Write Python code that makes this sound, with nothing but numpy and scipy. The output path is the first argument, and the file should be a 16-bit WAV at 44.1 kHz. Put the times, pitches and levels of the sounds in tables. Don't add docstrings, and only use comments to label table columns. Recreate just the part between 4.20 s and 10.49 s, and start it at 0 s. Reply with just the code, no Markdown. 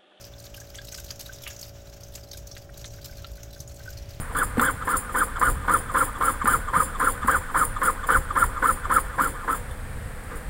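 import sys
import numpy as np
from scipy import signal
from scipy.fft import rfft, irfft
from scipy.io import wavfile
from scipy.ndimage import uniform_filter1d

SR = 44100
rng = np.random.default_rng(int(sys.argv[2]) if len(sys.argv) > 2 else 0)


def generate_wav(sig):
    pcm = np.round(np.clip(np.atleast_2d(sig).T, -1, 1) * 32767).astype(np.int16)
    wavfile.write(sys.argv[1], SR, pcm)


N = 277389
TIME = np.arange(N) / SR

# start in seconds, length in seconds, top tooth rate in Hz, level in dB,
# extra dB in the rising surge, extra dB in the falling surge, blade ring in dB,
# drag of the return before it in dB.
STROKES = [(0.15, 0.087, 1660, -27, 3.5, 8.5, -26.5, -45), (0.41, 0.096, 1640, -24.5, 7.5, 4.5, -26.5, -34),
           (0.672, 0.1, 1440, -25.5, 1, 7.5, -25.5, -25), (0.944, 0.092, 1586, -26.5, 6.5, 11.5, -26, -31),
           (1.212, 0.093, 1440, -24, 9.5, 7, -28, -22.5), (1.479, 0.1, 1381, -24.5, 7, 11, -30.5, -33),
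           (1.744, 0.1, 1418, -24.5, 9, 9.5, -26.5, -27.5), (2.007, 0.11, 1438, -25, 4.5, 8.5, -28, -27.5),
           (2.266, 0.097, 1541, -24, 9.5, 8.5, -26, -23), (2.532, .110, 1380, -25.5, 11.5, 11, -29, -23),
           (2.799, 0.11, 1420, -25, 5, 10, -31, -24), (3.076, 0.095, 1620, -24.5, 12.5, 8, -30, -23),
           (3.344, 0.099, 1493, -25.5, 9, 11.5, -27, -29.5),
           (3.614, .094, 1450, -25.5, 3.5, 11.5, -28.5, -23.5),
           (3.887, 0.087, 1560, -23.5, 10.5, 10.5, -28.5, -23),
           (4.154, 0.096, 1466, -26, 10.5, 13.5, -29.5, -26), (4.423, .110, 1360, -26, 12, 12, -28.5, -25),
           (4.698, 0.1, 1430, -26, 10, 14.5, -30, -23), (4.982, 0.11, 1446, -26, 11.5, 3.5, -30.5, -36),
           (5.277, 0.087, 1360, -28.5, 11.5, 5.5, -33.5, -42)]
# pitch in Hz, width in Hz, level in dB.
PIECE_RINGS = [(932, 43, -18), (1036.6, 62, -0.5), (1214, 34, 1.5), (1379, 83, -1), (1552, 174, -4),
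               (1747, 123, -4.5), (2235, 123, -18)]
BENCH_RINGS = [(158.5, 41, -2.5), (294, 63, 0.5), (461, 22.6, 3), (524.8, 23.3, 4), (716.4, 20, -5),
               (834, 100, -8.5)]
BLADE_RINGS = [(7340, 280, -14), (7900, 350, -22), (8500, 150, -18), (8850, 220, -15), (9608, 68, -2.3),
               (9850, 200, -19), (10100, 80, -11), (10700, 300, -24), (12330, 100, -18), (13480, 220, -18),
               (14180, 190, -15), (14700, 300, -28), (15270, 160, -19), (15680, 120, -18)]
FRAME_RINGS = [(3105, 220, 6), (3460, 140, 9), (4430, 80, -12), (4510, 220, -15.5), (4990, 170, -10.5)]
# frequency in Hz, level in dB.
CHIP_TONE = [(200, 9.5), (600, -4), (1000, 6.5), (2000, 1.5), (2600, -14.5), (3400, -19), (4500, -16),
             (6000, -67), (7500, -13), (15500, -18.5)]

FULLNESS = .36


def cutting():
    bite_s, rasp_db = .0031, -10
    rate, force, rasp, surge = np.full(N, 500.), np.zeros(N), np.zeros(N), np.zeros(N)
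    for start, length, top_hz, db, rising_db, falling_db, _, _ in STROKES:
        end = start + length
        first, second = surge_times(start, length, top_hz)
        rate = np.where(TIME > start - .02, tooth_rate(start - .002, length + .003, top_hz), rate)
        bite_db = 4 - 3 * looseness(start)
        bite = [(start - .02, -27), (start - bite_s, -14), (start + bite_s, bite_db)]
        rising = [(first - .0061, (bite_db + rising_db) / 2), (first, rising_db)]
        dip = [(first + (second - first) / 4, 0), (second - .011, 1)]
        falling = [(second - .002, falling_db), (second + .0047, falling_db)]
        release = [(second + .011, falling_db - 8.5), (second + .02, falling_db - 11),
                   (second + .029, -23)]
        force += from_db(db) * swell(bite + rising + dip + falling + release)
        scrape = [(start - bite_s, -8), (start + .001, 0), (end - .014, -1), (end + .056, -18.5)]
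        rasp += from_db(db + rasp_db) * swell(scrape)
        surge += bump(first, width_s=.007) / 2 + bump(second, width_s=.01)
    uneven = from_db(-12 * surge)
    rate *= 1 + .022 * drift(45)
    note = teeth(rate, uneven, jitter=.028, flutter=.45, rough=.7, direct=.04, overtone_db=-7)
    bench = from_db(1) * rms_one(resonate(grit(per_s=900, spread_db=2.5), BENCH_RINGS))
    frame = from_db(-16.5) * rms_one(resonate(grit(per_s=2500, spread_db=7), FRAME_RINGS))
    chips = from_db(-1.5) * coloured(grit(per_s=2500, spread_db=2.5), CHIP_TONE)
    return force * note + rasp * (bench + frame + chips + frame_overtone(rate))


def teeth(rate_hz, uneven, jitter, flutter, rough, direct, overtone_db):
    phase = 2 * np.pi * np.cumsum(rate_hz * (1 + uneven * jitter * drift(182.2))) / SR
    grip = 1 + uneven * flutter * drift(270)
    note = np.sin(phase)
    overtones = from_db(overtone_db) * (np.sin(2 * phase) + .5 * np.sin(3 * phase))
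    chatter = rms_one(resonate(grit(per_s=2500, spread_db=2), PIECE_RINGS))
    ringing = resonate(grip * (note + overtones), PIECE_RINGS)
    body = evened(ringing + direct * grip * note, span_s=.018)
    return evened(body + uneven * rough * chatter, span_s=.022)


def tooth_rate(start, length, top_hz):
    progress = np.clip((TIME - start) / length, 0, 1)
    return top_hz * np.maximum(np.sin(np.pi * progress), .02) ** FULLNESS


def surge_times(start, length, top_hz, ring_hz=1303):
    share = np.arcsin(min(ring_hz / top_hz, .98) ** (1 / FULLNESS)) / np.pi
    return start + share * length, start + (1 - share) * length


def looseness(when):
    # time in seconds, looseness from 0 to 1.
    settling = [(.7, 1), (1.15, 0.23)]
    return np.clip(np.interp(when, *np.transpose(settling)), 0, 1)


def frame_overtone(rate_hz):
    phase = 2 * np.pi * np.cumsum(rate_hz * (1 + .0486 * drift(217))) / SR
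    overtone = np.sin(2 * phase) * (1 + .57 * drift(250))
    return from_db(-13.5) * resonate(overtone, FRAME_RINGS)


def blade():
    # start in seconds, level in dB, fade in seconds.
    light_ticks = [(0.0, -38, .08), (0.414, -17, 0.013), (1.195, -27.5, .025), (2.246, -30.5, 0.016),
                   (2.274, -19.5, 0.014), (2.622, -28, .016), (2.796, -30.5, .03), (2.879, -24.5, .016),
                   (3.073, -26, 0.03), (3.869, -32, 0.044), (5.510, -45, 0.018), (6.036, -44, 0.015),
                   (6.154, -42, .04), (6.17, -40, .016)]
    pressure = np.zeros(N)
    for start, length, *_, ring_db, _ in STROKES:
        end, loose = start + length, looseness(start)
        gathering, full_speed, slowing = start + length * np.array([.28, .42, .74])
        touch = [(start - .031, -35), (start - .028, -19), (start + .013, -17)]
        rub = [(start + .016, -3), (gathering, -4.5), (full_speed, 1.5)]
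        slack = [(slowing, 2 - 26 * loose), (end - .004, -3 + 2 * loose)]
        release = [(end + .012, -6), (end + .026, -28)]
        pressure += from_db(ring_db) * swell(touch + rub + slack + release)
    catching = from_db(3.6 * drift(70))
    friction = evened(grit(per_s=8800, spread_db=4) * catching, span_s=.19)
    ticks = sum(swell([(start, db), (start + fade_s, db - 30)]) for start, db, fade_s in light_ticks)
    drive = from_db(-3) * pressure * friction + ticks * rng.standard_normal(N)
    ringing = resonate(drive, BLADE_RINGS) / np.std(resonate(friction, BLADE_RINGS))
    treble = signal.sosfilt(signal.butter(4, 6600, "high", fs=SR, output="sos"), ringing)
    return treble + from_db(5) * resonate(drive, FRAME_RINGS[-2:])


def returning():
    # time of the drag in seconds, sliding level in dB, drag level in dB.
    last_return = (5.49, -46, -37)
    lead_s = .044
    returns = [(start - lead_s, -32 - 5 * looseness(start), drag_db) for start, *_, drag_db in STROKES]
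    rate, force, dragging = np.full(N, 500.), np.zeros(N), np.zeros(N)
    for when, slide_db, drag_db in returns + [last_return]:
        rate = np.where(TIME > when - .12, tooth_rate(when - .102, length=.128, top_hz=1432), rate)
        slide = [(when - .12, -50), (when - .085, slide_db - 5.5), (when - .018, slide_db - 6.5)]
        drag = [(when, drag_db - .5), (when + .013, slide_db - 3), (when + .044, -48)]
        force += swell(slide + drag)
        dragging += bump(when, width_s=.013)
    uneven = from_db(-6 * dragging)
    touch = from_db(2.3 * drift(35) - .7)
    rate *= 1 + .045 * drift(20)
    scrape = grit(per_s=3500, spread_db=1.5)
    frame = from_db(-23.5) * rms_one(resonate(scrape, FRAME_RINGS))
    blade_ring = from_db(-25.5) * rms_one(resonate(scrape, BLADE_RINGS[:3]))
    note = teeth(rate, uneven, jitter=.035, flutter=.46, rough=.95, direct=.36, overtone_db=-8)
    return force * (touch * note + frame + blade_ring)


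def knocks():
    # start in seconds, level in dB, pitch in Hz, seconds to fade by 60 dB.
    snags = [(0.372, -18, 487, 0.028), (0.380, -12.5, 241, 0.096), (0.396, -7.5, 1390, 0.022),
             (0.398, -27.5, 3500, 0.025), (2.244, -19, 228.7, 0.05), (2.257, -13.5, 1390, 0.036),
             (2.568, -22.5, 161.7, 0.15), (3.048, -19.5, 240, 0.051), (3.061, -23, 1304, .025),
             (5.511, -43, 3500, 0.034), (6.148, -38, 290, 0.059)]
    out, crack = np.zeros(N), coloured(rng.standard_normal(N), CHIP_TONE)
    for start, db, hz, fade_s in snags:
        age = np.maximum(TIME - start, 0)
        ring = np.sin(2 * np.pi * hz * age) * from_db(-60 * age / fade_s)
        out += from_db(db) * (ring + .14 * crack * (age > 0) * np.exp(-age / .015))
    return out


def shifting():
    # time in seconds, level in dB.
    scuff = [(6.07, -78), (6.11, -39), (6.16, -39), (6.21, -64)]
    return swell(scuff) * rms_one(resonate(grit(per_s=1000, spread_db=0), BENCH_RINGS + PIECE_RINGS))


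def bench_rumble():
    # time in seconds, level in dB.
    shoves = [(0.0, -27.5), (1.33, -22), (2.34, -30), (3.98, -25), (4.26, -26)]
    # frequency in Hz, level in dB.
    rumble_tone = [(14, -0.5), (25, 6.5), (40, -0.5), (70, -3), (120, -8), (180, -21), (400, -36)]
    sways = [(start + length, -36) for start, length, *_ in STROKES]
    steady_power = from_db(-34.5 + 1.5 * drift(2)) ** 2
    push_power = sum((from_db(db) * bump(when, width_s=.039)) ** 2 for when, db in sways + shoves)
    rumble = evened(coloured(rng.standard_normal(N), rumble_tone), span_s=.15)
    return np.sqrt(steady_power + push_power) * rumble


def reflected(x, delay_s, share):
    echo = np.interp(TIME - delay_s, TIME, x, left=0)
    return (x + share * echo) / np.sqrt(1 + share ** 2)


def room_echo(x, fade_s, build_s):
    age = TIME[:SR // 2]
    tail = rng.standard_normal(len(age)) * from_db(-60 * age / fade_s) * (1 - np.exp(-age / build_s))
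    return signal.fftconvolve(x, tail / np.sqrt(np.sum(tail ** 2)))[:N]


def room_hiss():
    # frequency in Hz, level in dB.
    hiss_tone = [(100, -11), (150, -3.5), (260, -4.5), (360, -15), (500, -2), (620, -11), (1100, -10),
                 (1800, -9), (2800, -22.5), (4500, -27.5), (6200, -34), (8600, -20), (12000, -29.5),
                 (16000, -29.5)]
    return from_db(-41.5) * coloured(rng.standard_normal(N), hiss_tone)


def grit(per_s, spread_db):
    sizes = from_db(spread_db * np.minimum(rng.exponential(1, N), 4))
    return rms_one((rng.random(N) < per_s / SR) * sizes * rng.choice([-1, 1], N))


def resonate(x, rings):
    out = np.zeros(N)
    for k, (hz, width, db) in enumerate(rings):
        r = np.exp(-np.pi * width / SR)
        zeros = np.array([1, 0, -1]) * (1 - r * r) / 2
        poles = [1, -2 * r * np.cos(2 * np.pi * hz / SR), r * r]
        out += (-1) ** k * from_db(db) * signal.lfilter(zeros, poles, x + 1e-18)
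    return out


def coloured(x, tone):
    hz, db = np.transpose(tone)
    bins = np.maximum(np.fft.rfftfreq(N, 1 / SR), 1)
    gain = from_db(np.interp(np.log(bins), np.log(hz), db, left=-60, right=-90))
    return rms_one(irfft(rfft(x) * gain, N))


def drift(rate_hz):
    r = np.exp(-2 * np.pi * rate_hz / SR)
    return rms_one(signal.lfilter([1], [1, -2 * r, r * r], rng.standard_normal(N + SR))[SR:])


def swell(points):
    return from_db(np.interp(TIME, *np.transpose(points), left=-200, right=-200))


def bump(when, width_s):
    return np.exp(-np.minimum(((TIME - when) / width_s) ** 2, 50))


def evened(x, span_s):
    power = uniform_filter1d(x * x, max(int(span_s * SR), 2))
    return x / np.sqrt(np.abs(power) + 1e-12)


def rms_one(x):
    return x / np.sqrt(np.mean(x ** 2) + 1e-20)


def from_db(db):
    return 10 ** (np.asarray(db) / 20)


def scene():
    sawing = from_db(.07) * reflected(cutting() + returning(), delay_s=.00741, share=.22)
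    low = sawing + knocks() + shifting()
    high = blade()
    echo = from_db(-13.5) * room_echo(low, fade_s=.11, build_s=.0022)
    echo += from_db(-5) * room_echo(high, fade_s=.25, build_s=.003)
    return (low + high + echo + bench_rumble() + room_hiss())[None]


def record(dry):
    cutoff_hz = 15880
    return signal.sosfilt(signal.ellip(12, .1, 90, cutoff_hz, fs=SR, output="sos"), dry)


dry = scene()
out = record(dry)
generate_wav(out)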